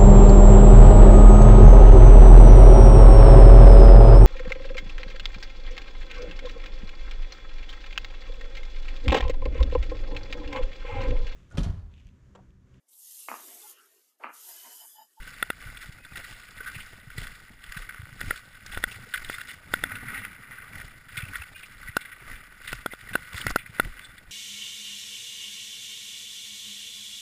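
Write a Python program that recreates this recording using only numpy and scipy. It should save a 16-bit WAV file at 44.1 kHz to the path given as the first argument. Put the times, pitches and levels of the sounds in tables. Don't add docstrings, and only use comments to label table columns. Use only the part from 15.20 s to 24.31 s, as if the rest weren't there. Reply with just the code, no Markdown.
import sys
import numpy as np
from scipy import signal
from scipy.fft import rfft, irfft, next_fast_len
from scipy.io import wavfile
from scipy.ndimage import uniform_filter1d

SR = 44100
rng = np.random.default_rng(int(sys.argv[2]) if len(sys.argv) > 2 else 0)


def unload_wav(signal):
    wavfile.write(
        sys.argv[1],
        SR,
        np.round(np.clip(np.atleast_2d(signal).T, -1, 1) * 32767).astype(np.int16),
    )


def linear_from_db(decibels):
    return 10 ** (np.asarray(decibels, float) / 20)


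N = 401744


def evened(x):
    return x / np.sqrt(np.mean(x ** 2) + 1e-20)


def peaked(x):
    return x / (abs(x).max() + 1e-12)


def colour(x, points):
    size = next_fast_len(len(x))
    point_hz, point_db = np.transpose(points)
    hz = np.fft.rfftfreq(size, 1 / SR)
    gain = linear_from_db(np.interp(np.log(hz + 1), np.log(point_hz + 1), point_db))
    return irfft(rfft(x, size) * gain, size)[:len(x)]


def hump(hz, width):
    return [(hz / (1 + width), -20), (hz, 0), (hz * (1 + width), -20)]


def add(mix, start_s, sound):
    part = mix[round(start_s * SR):][:len(sound)]
    part += sound[:len(part)]


def lumps(length_s, depth_db):
    size = max(round(length_s * SR), 2)
    smooth = uniform_filter1d(uniform_filter1d(rng.standard_normal(N), size), size)
    return linear_from_db(depth_db * evened(smooth))


def grains(per_s, spread_db):
    chance, side, luck = rng.random((3, N))
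    size = linear_from_db(-spread_db * np.log(luck + 0.029))
    return (chance < per_s / SR) * np.sign(side - 0.5) * size


def swells(rows, column, shape):
    rest_db, rise_db, fall_db, hold = shape
    table = np.array(rows)
    t = np.arange(0, N + 64, 64) / SR
    u = (t - table[:, :1]) / np.maximum(table[:, 1:2], 0.02)
    drop_db = np.maximum(np.maximum(-rise_db * u, fall_db * (u - hold)), 0)
    db = table[:, column, None] - drop_db
    gain = np.sqrt(linear_from_db(rest_db) ** 2 + (linear_from_db(db) ** 2).sum(0))
    return np.interp(np.arange(N) / SR, t, gain)


def bursts(rows, level_db, stretch, rise, rough):
    out = np.zeros(N)
    for (start_s, db, length_s, hz), noise in zip(rows, rng.standard_normal((len(rows), 9000))):
        t = np.arange(min(round(stretch * length_s * SR), 9000)) / SR
        u = t / t[-1]
        tone = np.sqrt(2) * np.sin(2 * np.pi * hz * t + 3 * noise[0])
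        grit = evened(colour(noise, hump(hz, 0.63)))[:len(t)]
        sound = peaked(u ** rise * (1 - u) ** 2.6 * (tone + rough * grit))
        add(out, start_s - 0.15 * length_s, linear_from_db(db + level_db) * sound)
    return out


def ring(modes, size=1024):
    t = np.arange(size) / SR
    rows = []
    for k, (hz, width_hz, db) in enumerate(modes):
        decay = width_hz * np.exp(-np.pi * width_hz * t)
        rows.append((-1) ** k * linear_from_db(db) * decay * np.sin(2 * np.pi * hz * t))
    return np.array(rows) * 2 * np.pi / SR


# pitch_hz [Hz], width_hz [Hz], level_db [dB]
HOUSING_MODES = [(1168, 130, -8.5), (1485, 120, -1), (1905, 183, -2), (2120, 247, -4), (2371, 104, -5.5),
                 (2753, 410, -11), (3467, 160, -7.5), (3910, 700, -15.5)]
# pitch_hz [Hz], level_db [dB]
HOUSING_LEAK = [(100, -32), (500, -16.5), (1000, -17), (2500, -29.5), (4000, -31), (5400, -22.5),
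                (5900, -27)]


def housed(x):
    return signal.oaconvolve(x, ring(HOUSING_MODES).sum(0))[:len(x)] + colour(x, HOUSING_LEAK)


# top_s [s], length_s [s], crush_db [dB], hiss_db [dB]
FOOTFALLS = [(0.07, 0.24, -45.5, -51.5), (0.46, 0.15, -46, -51.5), (0.99, 0.081, -40.5, -47.5),
             (1.55, 0.14, -44.5, -49.5), (2.03, 0.13, -42.5, -46.5), (2.56, 0.13, -42.5, -50.5),
             (3.11, 0.1, -43, -45), (3.55, 0.13, -43, -50), (4.12, 0.1, -42, -44),
             (4.54, 0.081, -44.5, -50.5), (4.93, 0.17, -40.5, -61), (5.59, 0.11, -43.5, -51),
             (5.99, 0.12, -42.5, -52.5), (6.66, 0.18, -47, -60), (7.11, 0.095, -43.5, -55),
             (7.5, 0.11, -42.5, -48), (7.95, 0.25, -44.5, -54.5), (8.18, 0.079, -39, -42),
             (8.59, 0.19, -45, -55.5)]
# top_s [s], length_s [s], crush_db [dB], hiss_db [dB]
DRAGS = [(0.63, 0.1, -46.5, -50.5), (1.12, 0.35, -49, -51), (1.4, 0.28, -48, -74),
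         (1.71, 0.062, -52, -50.5), (2.44, 0.036, -47, -54), (2.8, 0.3, -52.5, -61),
         (3.02, 0.085, -44.5, -48.5), (3.35, 0.044, -50, -56), (3.73, 0.18, -45, -51),
         (3.978, 0.17, -46.5, -52), (4.3, 0.061, -45.5, -47), (4.72, 0.22, -40.5, -69),
         (5.32, 0.085, -45, -71), (5.43, 0.21, -45, -71), (6.167, 0.064, -40.5, -52), (6.4, 0.48, -53, -57),
         (6.82, 0.83, -48.5, -66), (7.73, 0.15, -51, -57), (8.29, 0.061, -41.5, -61),
         (8.83, 0.14, -47, -60)]
# rest_db [dB], rise_db and fall_db [dB a length], hold [lengths]
CRUSH_SWELL = (-54.5, 12.5, 6.5, -0.12)
HISS_SWELL = (-65, 18, 10, -0.1)
# pitch_hz [Hz], level_db [dB]
HISS_COLOUR = [(1800, -52), (2600, -14), (3500, -29), (4800, 17.5), (5600, 16), (6200, -16)]


def snow():
    crush = swells(FOOTFALLS + DRAGS, column=2, shape=CRUSH_SWELL)
    hiss = swells(FOOTFALLS + DRAGS, column=3, shape=HISS_SWELL)
    load = evened(crush) ** 0.5
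    clumps = lumps(0.009, 2.1)

    breaks = np.zeros(N)
    for hz, db in [(1250, -2.0), (1550, -2.0), (1950, -1.5), (2400, -4.0)]:
        breaks += linear_from_db(db) * colour(evened(grains(700, 2.95)) * lumps(0.0043, 2.54), hump(hz, 0.94))
    wash = evened(colour(rng.standard_normal(N), [(2200, -7), (3200, -11.5)]))
    breaks = load * clumps * evened(breaks) + 0.5 * clumps ** 0.45 * wash

    fizz = np.zeros(N)
    for hz in (2940, 3750, 4650, 4970):
        fizz += colour(evened(grains(900, 7.0)) * lumps(0.016, 1.8), hump(hz, 0.46))
    fizz = evened(fizz) + 0.49 * evened(colour(rng.standard_normal(N), HISS_COLOUR))

    crackle = colour(grains(170, 4.6) * clumps, [(500, -21), (1400, -10), (2800, -3.0), (5500, 9.0)])
    out = linear_from_db(-2.5) * crush * evened(housed(breaks))
    out += linear_from_db(-2.0) * hiss * evened(housed(fizz * clumps))
    return out + linear_from_db(-5.5) * hiss * load * evened(housed(crackle))


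# first_db [dB], lost_db [dB a tap], rebound_db [dB], length_s [s], hiss_db [dB]
BUCKLE = (-26, -1.23, -6, 0, -25)


def buckle_taps():
    first_s, gap_s, rebound_s = 2.7095, 0.0366, 0.0155
    first_db, lost_db, rebound_db, length_s, hiss_db = BUCKLE
    taps = []
    for k in range(7):
        for j in range(2):
            start_s = first_s + k * gap_s + j * rebound_s
            taps.append((start_s, first_db + k * lost_db + j * rebound_db, length_s, hiss_db))
    return taps


# start_s [s], peak_db [dB], length_s [s], hiss_db [dB against the peak]
THICK_CRUSTS = [(0.572, -32, 0.008, -7), (0.848, -32, 0.015, -13), (0.956, -29.5, 0.018, -11),
                (1.405, -26.5, 0.018, -25), (1.461, -26, 0.018, -26), (1.471, -23, 0.039, -24),
                (1.903, -29, 0.0093, -21), (2.07, -25.5, 0.0054, -13), (2.44, -36.5, 0.0079, -0.5),
                (2.57, -26, 0.013, -13), (3.006, -27, 0.011, -14), (3.159, -28, 0.014, -14),
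                (3.463, -32, 0.014, -17), (3.545, -25.5, 0.015, -9), (3.938, -12.5, 0.021, -15),
                (3.976, -25.5, 0.0098, -9), (4.184, -22, 0.0077, -17), (4.214, -20.5, 0.0067, -16),
                (4.753, -28, 0.029, -14), (5.051, -22.5, 0.0035, -15), (5.884, -34.5, 0.022, -17),
                (6.217, -29.5, 0.011, -16), (7.521, -28, 0.0024, -6), (7.933, -27, 0.027, -13),
                (8.794, -28.5, 0.0047, -9)]
THIN_CRUSTS = [(1.379, -32.5, 0.01, -11), (1.981, -28, 0.011, -7), (2.04, -35, 0.0065, -8),
               (2.523, -28, 0.0036, -6.5), (2.691, -25, 0.011, -22), (3.517, -32.5, 0.026, -8.5),
               (3.955, -22, 0.0093, -19), (4.047, -26.5, 0.0085, -8), (4.29, -30, 0.04, -9),
               (4.813, -34, .0085, -28), (4.974, -26, 0.063, -18), (5.555, -28, 0.0091, -20),
               (6.674, -27, 0.039, -24), (6.851, -28.5, 0.014, -19), (7.475, -26, 0.031, -7),
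               (7.721, -34, 0.016, -35), (7.889, -29.5, 0.019, -14.5), (8.145, -25, .0049, -7.5),
               (8.179, -26, 0.013, -8), (8.2085, -29, 0.005, -20), (8.242, -37, .0098, -19),
               (8.276, -20.5, 0.029, -20), (8.461, -26.5, 0.0089, -40), (8.648, -28.5, 0.0067, -10),
               (8.98, -34.5, 0.014, -9.5)]
ICY_FLAKES = [
    (1.549, -29.5, 0.031, -11),
    (1.601, -33, 0.034, -6),
    (4.129, -29, 0.0077, -10),
    (5.97, -19.5, 0.025, -13),
    (6.02, -27, 0.014, -28),
    (6.43, -29, 0.023, -19),
    (6.809, -31, 0.029, -9),
    (7.154, -37.5, .036, -9),
    (8.381, -28.5, 0.046, -19),
]
CLODS = [
    (8.303, -20.5, 0.017, -21),
]


def crunches():
    kinds = [(1530, THICK_CRUSTS), (1910, THIN_CRUSTS), (2460, ICY_FLAKES),
             (1710, buckle_taps()), (1120, CLODS)]
    rows = [(hz, *row) for hz, table in kinds for row in table]
    out, t = np.zeros(N), np.arange(4000) / SR
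    noise = rng.standard_normal((len(rows), 2, 4000))
    for (hz, start_s, db, length_s, hiss_db), (grit, air) in zip(rows, noise):
        u = t / max(length_s, 0.001)
        shape = (1 - np.exp(-u / 0.15)) * np.exp(-3 * u)
        body = colour(grit, hump(hz, 0.54)) * shape
        fizz_hz = 3200 * (1 + 0.18 * np.tanh(air[0]))
        fizz = colour(air, hump(fizz_hz, 1.0)) * shape
        sound = peaked(housed(body)) + linear_from_db(hiss_db + 7.5) * peaked(housed(fizz))
        add(out, start_s - 0.0016, linear_from_db(db - 5.0) * sound)
    return out


# start_s [s], peak_db [dB], length_s [s], pitch_hz [Hz]
SNAPS = [(0.0752, -34, 0.022, 1520), (0.4682, -34.5, 0.019, 1505), (0.785, -40, 0.012, 1450),
         (0.9571, -30.5, 0.014, 1910), (1.4832, -33, 0.015, 1980), (1.9762, -32, 0.018, 1964),
         (2.038, -32, 0.0062, 1970), (2.6925, -30, 0.015, 1540), (3.5645, -34, 0.0063, 1510),
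         (3.9587, -23, 0.0063, 2060), (3.9744, -29, 0.0073, 2030), (3.9929, -34, 0.019, 1480),
         (4.1404, -31, 0.028, 2056), (4.6585, -34, 0.0087, 1870), (4.708, -34, 0.0091, 1300),
         (4.7186, -33, 0.035, 1896), (4.7554, -35, 0.011, 1490), (4.863, -33, 0.014, 1920),
         (4.8915, -34, 0.007, 1960), (4.9188, -31, 0.0073, 1950), (4.945, -31, 0.032, 1910),
         (4.977, -26, 0.0076, 1910), (5.0495, -25, 0.0091, 2024), (5.3106, -33, 0.0039, 1880),
         (5.3267, -35, 0.017, 1920), (5.5819, -33, 0.0074, 1940), (5.9702, -35, 0.022, 1520),
         (5.9869, -26.5, 0.0081, 1500), (6.1335, -29, 0.009, 1510), (6.2211, -31, 0.0084, 1480),
         (6.6765, -30, 0.027, 1948), (7.1304, -31, 0.008, 1910), (7.5196, -30, 0.009, 1940),
         (7.7224, -29, 0.019, 2000), (7.9336, -31, 0.017, 1520), (8.1601, -32, 0.014, 2000),
         (8.1787, -35, 0.014, 1430), (8.2039, -35, 0.02, 1520), (8.2397, -31, 0.007, 1400),
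         (8.2835, -28, 0.012, 1490), (8.295, -35, 0.007, 1890), (8.3707, -32, 0.01, 2020)]
# start_s [s], peak_db [dB], length_s [s], pitch_hz [Hz]
CHIPS = [(0.3001, -33, 0.01, 2660), (0.57, -38, 0.014, 2500), (1.5452, -35, 0.01, 2700),
         (2.0298, -38, 0.008, 3430), (2.5211, -38, 0.01, 4890), (2.5682, -36, 0.017, 2560),
         (3.5225, -34, 0.013, 3380), (3.5441, -35, 0.009, 2420), (3.7128, -31, 0.014, 2710),
         (3.7237, -35, 0.007, 2700), (4.0896, -33, 0.0085, 3380), (4.0957, -31, 0.01, 2600),
         (4.1442, -35, 0.014, 3610), (4.2091, -34, 0.011, 2730), (4.7544, -30, 0.007, 2610),
         (4.9699, -33, 0.02, 2580), (6.004, -32, 0.01, 2650), (6.0368, -36, 0.013, 2600),
         (6.0519, -34, 0.0077, 2630), (6.0827, -33, 0.018, 2470), (6.1541, -34, 0.009, 2600),
         (6.2202, -30.5, 0.009, 2660), (6.359, -35.5, 0.012, 2470), (7.4745, -32, 0.011, 3600),
         (7.506, -38, 0.012, 3430), (7.5276, -28, 0.012, 2600), (7.9332, -29, 0.0042, 2610),
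         (8.1656, -30, 0.014, 3510), (8.2143, -24, 0.0073, 2990), (8.2776, -34, 0.0055, 2590),
         (8.8454, -36, 0.023, 3487)]


def crystals():
    snaps = bursts(SNAPS, -2.0, stretch=1.13, rise=1.0, rough=0.68)
    return snaps + bursts(CHIPS, -1.2, stretch=1.26, rise=0.96, rough=1.0)


# start_s [s], main_db [dB], then against it thud_db, second_db, fourth_db [dB]
KNOCKS = [(0.2266, -18.5, -18.5, 1.5, -5), (0.3025, -23, -10.5, 0.5, -7.5), (3.013, -30.5, -16, 7, -6),
          (3.1085, -21, -16, 4.5, -29), (3.5741, -27.5, -11, -1, -9), (3.6392, -19.5, -17, 4.5, -4),
          (4.0985, -29, -9, 2, -25), (4.5383, -16, -15, -1, -8), (4.6382, -21, -15, 4, -3.5),
          (6.156, -31.5, -42, 8, -5), (6.768, -15.5, -12.5, -14, -15), (7.53, -26.5, -12.5, -2, -12),
          (7.661, -21, -9.5, -10, -8.5), (7.736, -36.5, -5, -10, -1.5), (7.9543, -14, -14, -11, -22),
          (8.2669, -23.5, -9.5, 5.5, -11), (8.3072, -32, -11, 2, -25), (8.3601, -13.5, -10.5, -10.5, -22),
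          (8.5981, -12, -13, -3, -13)]
# main pitch_hz [Hz], third_db [dB against the main mode]
LANDINGS = [(1425, -8.5), (1430, -7), (1470, -8), (1425, -18), (1455, -12), (1472, -13), (1440, -12),
            (1475, -12), (1470, -12), (1455, -10), (1483, -11), (1450, -7), (1430, -25), (1460, -16),
            (1505, -11), (1420, -18), (1460, -12), (1426, -14), (1433, -13)]
# pitch_hz [Hz], width_hz [Hz], level_db [dB]
SHELL_MODES = [(270, 260, 0), (540, 320, -1)]
# pitch_hz [Hz], top_s [s until the swell tops]
AIR_MODES = [(1455, 0.0025), (1925, 0.0014), (2700, 0.0014), (3460, 0.0014), (4070, 0.0012)]


def knocks():
    out, t = np.zeros(N), np.arange(1024) / SR
    push = -np.sin(np.pi * np.clip(t / 0.00056, 0, 1)) ** 2
    shell = np.zeros(1024)
    for hz, width_hz, db in SHELL_MODES:
        shell += linear_from_db(db) * np.exp(-np.pi * width_hz * t) * np.cos(2 * np.pi * hz * t)
    thud = peaked(np.convolve(push, shell)[:1024])

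    mode_hz, top_s = np.transpose(AIR_MODES)[:, :, None]
    swell = t / top_s * np.exp(0.5 - (t / top_s) ** 2 / 2)
    swell += 0.12 * (1 - np.exp(-t / top_s)) * np.exp(-t / 0.0062)
    chance = rng.standard_normal((len(KNOCKS), 10))
    for knock, noise, (main_hz, third_db) in zip(KNOCKS, chance, LANDINGS):
        start_s, db, thud_db, second_db, fourth_db = knock
        detuned = mode_hz * (1 + 0.01 * noise[5:, None])
        pitch = np.vstack([[main_hz], detuned[1:]])
        phase = noise[:5, None] * [[0.08], [0.3], [0.4], [0.4], [0.4]]
        levels = linear_from_db([0.3, second_db, third_db, fourth_db, -20])
        air = levels @ (swell * np.sin(2 * np.pi * (pitch * t + phase)))
        sound = linear_from_db(thud_db + 10.5) * push + linear_from_db(thud_db + 10) * thud + air
        add(out, start_s - 0.0004, linear_from_db(db) * sound)
    return colour(out, [(70, -6), (220, 0)])


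# start_s [s], peak_db [dB]
TICKS = [(0.2253, -37), (0.302, -38), (3.0076, -32.5), (3.108, -39), (3.463, -35.5), (3.639, -32.5),
         (4.5347, -35), (4.558, -44), (4.6376, -35), (6.171, -40), (6.767, -26), (7.5288, -35.5),
         (7.661, -36), (7.9525, -40), (8.2666, -29.5), (8.297, -32), (8.3024, -33), (8.311, -31.5),
         (8.359, -28), (8.597, -36)]


def ticks():
    out, t = np.zeros(N), np.arange(400) / SR
    for (start_s, db), noise in zip(TICKS, rng.standard_normal((len(TICKS), 400))):
        spit = colour(noise, hump(5030, 1.0)) * np.exp(-t / 0.0027)
        add(out, start_s - 0.0003, linear_from_db(db + 5.0) * peaked(spit))
    return out


# start_s [s], peak_db [dB], length_s [s],
# pitch_hz [Hz]
SCUFFS = [(1.406, -42, 0.016, 440), (1.9797, -38, 0.011, 420), (3.108, -29, 0.007, 1160),
          (3.125, -39, 0.009, 504), (3.5339, -41, 0.0087, 810), (3.8683, -43, 0.014, 450),
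          (4.9566, -48, 0.036, 794), (6.2193, -42, 0.0098, 850), (6.7675, -23, 0.0069, 1156),
          (7.9538, -23, 0.0071, 1150), (8.142, -38, 0.011, 1050), (8.25, -33, 0.03, 200),
          (8.3, -32, 0.017, 250), (8.6679, -44, 0.02, 370)]
# start_s [s], peak_db [dB], length_s [s], pitch_hz [Hz]
HEAVES = [(1.1228, -40, 0.053, 29), (1.3852, -39, 0.053, 36), (2.5751, -31, 0.1, 29),
          (3.7528, -43, 0.12, 121), (3.989, -43, 0.12, 29), (4.5088, -39, 0.13, 29),
          (4.6569, -41, 0.035, 98), (4.7038, -37, 0.085, 102.4), (4.9824, -41, 0.04, 97.5),
          (5.5506, -41.5, 0.072, 85), (5.6313, -39, 0.061, 36), (5.9259, -40, 0.035, 101),
          (7.0751, -35, 0.12, 32.3), (7.5019, -38, 0.081, 34)]


def scuffs_and_heaves():
    scuffs = bursts(SCUFFS, -0.99, stretch=1.2, rise=0.89, rough=0.63)
    return scuffs + bursts(HEAVES, -2.8, stretch=1.3, rise=1.6, rough=0.33)


def stick_slip(rows, width):
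    out = np.zeros(N)
    for (start_s, length_s, hz, db), noise in zip(rows, rng.standard_normal((len(rows), 9000))):
        narrow = [(hz * 0.8, -50), (hz * (1 - width), -12), (hz, 0), (hz * (1 + width), -12), (hz * 1.5, -50)]
        band = evened(colour(noise, narrow))
        size = min(round(length_s * SR), 9000)
        waver = 1 + 0.01 * evened(uniform_filter1d(noise, 300))
        tone = np.sin(2 * np.pi * hz * np.cumsum(waver) / SR)
        add(out, start_s, linear_from_db(db) * (0.5 * band + tone)[:size] * signal.windows.tukey(size, 0.2))
    return out


# start_s [s], length_s [s], pitch_hz [Hz], level_db [dB]
SQUEAKS = [
    (0.79, 0.06, 2530, -60),
    (6.342, 0.06, 2440, -53),
    (7.711, 0.03, 2030, -37),
    (8.813, 0.03, 3480, -56),
]
# start_s [s], length_s [s], pitch_hz [Hz], level_db [dB]
WHISTLES = [
    (0.88, 0.055, 2520, -58),
    (4.285, 0.04, 3520, -52),
    (6.347, 0.055, 2790, -54),
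    (6.361, 0.016, 1550, -46),
    (8.301, .018, 740, -47),
    (8.868, 0.06, 3500, -62),
]


def squeaks():
    return stick_slip(SQUEAKS, 0.04) + stick_slip(WHISTLES, 0.024)


# start_s [s], length_s [s], pitch_hz [Hz], level_db [dB]
SLEEVE = [
    (4.518, 0.63, 275, -51.5),
]


def sleeve():
    out = np.zeros(N)
    for start_s, length_s, hz, db in SLEEVE:
        size = round(length_s * SR)
        rub = evened(colour(rng.standard_normal(SR), [(hz / 4, -4), (hz, 0), (hz * 1.25, -25)]))
        add(out, start_s, linear_from_db(db) * rub[:size] * signal.windows.tukey(size, 0.3))
    return out


# top_s [s], length_s [s], sway_db [dB], rumble_db [dB]
BOUNCES = [(0.0, 0.14, -45, -55.5), (0.47, 0.44, -51, -56), (0.99, 0.13, -45.5, -53),
           (1.54, 0.45, -52, -60), (2.02, 0.13, -40, -51.5), (2.5, 0.24, -52, -66), (3.07, 0.099, -39, -47),
           (3.59, 0.14, -38.5, -51), (3.82, 0.13, -64, -52), (4.07, 0.12, -44.5, -50),
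           (4.6, 0.069, -43, -50), (4.84, 0.58, -56, -51.5), (5.35, 0.066, -73, -58),
           (5.59, 0.27, -53, -52), (6.11, 0.21, -49, -57), (6.65, 0.14, -48.5, -61),
           (7.12, 0.086, -40.5, -51), (7.53, 0.16, -48, -54.5), (7.94, 0.1, -44.5, -50.5),
           (8.15, 0.055, -50, -51), (8.3, 0.076, -35, -42), (8.66, 0.096, -37.5, -45),
           (8.89, 0.085, -58, -52), (9.11, 0.043, -40.5, -77)]
# rest_db [dB], rise_db and fall_db [dB a length], hold [lengths]
SWAY_SWELL = (-62, 17.5, 20, 0.11)
RUMBLE_SWELL = (-61, 11, 18, 0.01)
# pitch_hz [Hz], level_db [dB]
SWAY_COLOUR = [(15, 2.5), (25, 2), (45, 1), (70, -8.5), (120, -44)]
JOLT_COLOUR = [(35, -42), (60, -10), (100, 0.5), (150, -5.5), (280, -11), (450, -34)]
RUB_COLOUR = [(200, -21), (350, -1), (600, -2), (950, -3), (1300, -33)]
# start_s [s], peak_db [dB], pitch_hz [Hz], length_s [s]
THUMPS = [(0.452, -38, 100, 0.039), (0.687, -34, 78, 0.015), (1.556, -35, 117, 0.028),
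          (1.867, -38.5, 116, 0.027), (1.975, -29, 113, 0.025), (2.561, -34, 136, 0.021),
          (2.788, -34.5, 90.5, 0.032), (2.824, -35.5, 98, 0.032), (2.918, -39.5, 119, 0.03),
          (3.072, -31, 60.5, 0.018), (3.565, -33, 61, 0.015), (3.75, -43.5, 96.9, 0.041),
          (4.078, -52, 119, 0.024), (4.861, -37.5, 121, 0.038), (5.638, -41, 93, 0.03),
          (5.971, -33.5, 114, 0.027), (6.026, -28.5, 102, 0.023), (6.191, -35.5, 68.4, 0.046),
          (6.684, -35, 102, 0.025), (7.52, -40, 117, 0.06), (8.135, -33, 79, 0.037),
          (8.259, -25, 103, 0.019), (8.49, -37, 113, 0.019)]


def mount():
    sway = swells(BOUNCES, column=2, shape=SWAY_SWELL)
    rumble = swells(BOUNCES, column=3, shape=RUMBLE_SWELL)
    crush = swells(FOOTFALLS + DRAGS, column=2, shape=CRUSH_SWELL)
    sway_noise, jolt_noise, rub_noise = rng.standard_normal((3, N))
    bumps = lumps(0.013, 3.7)

    out = linear_from_db(1.04) * sway * evened(colour(sway_noise, SWAY_COLOUR))
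    out += linear_from_db(-1.0) * (rumble + 0.093 * sway) * evened(colour(jolt_noise, JOLT_COLOUR) * bumps)
    rubs = evened(colour(rub_noise, RUB_COLOUR) * bumps ** 0.5 * lumps(0.0071, 3.9))
    out += linear_from_db(-13.5) * np.sqrt(rumble * crush) * rubs

    for (start_s, db, hz, length_s), phase in zip(THUMPS, rng.random(len(THUMPS))):
        u = np.arange(round(length_s * SR)) / SR / length_s
        sag = hz * length_s * (1.133 * u - 0.15 * u ** 2)
        thump = u ** 1.22 * (1 - u) ** 3.7 * np.sin(2 * np.pi * (sag + phase))
        add(out, start_s + 0.0041, linear_from_db(db - 1.0) * peaked(thump))
    return out


def scene():
    steps = snow() + crunches() + crystals()
    blows = knocks() + ticks() + scuffs_and_heaves()
    return (steps + blows + squeaks() + sleeve() + mount())[None]


# pitch_hz [Hz], level_db [dB]
TREBLE_TONE = [(5850, 1.5), (6000, -3.5), (6150, 1.5), (15000, 1.5), (15250, 1), (15400, -20),
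               (15900, -20), (16600, -22)]


def converter(x):
    slow = signal.resample_poly(x, 40, 147, window=("kaiser", 8))
    held = signal.resample_poly(np.repeat(slow, 4), 147, 160)[:N]
    return colour(held, TREBLE_TONE)


def low_pass(x):
    return signal.sosfilt(signal.butter(12, 16490, fs=SR, output="sos"), x)


def record(dry):
    mix = converter(dry[0])[None]
    return low_pass(mix)


dry = scene()
out = record(dry)
unload_wav(out)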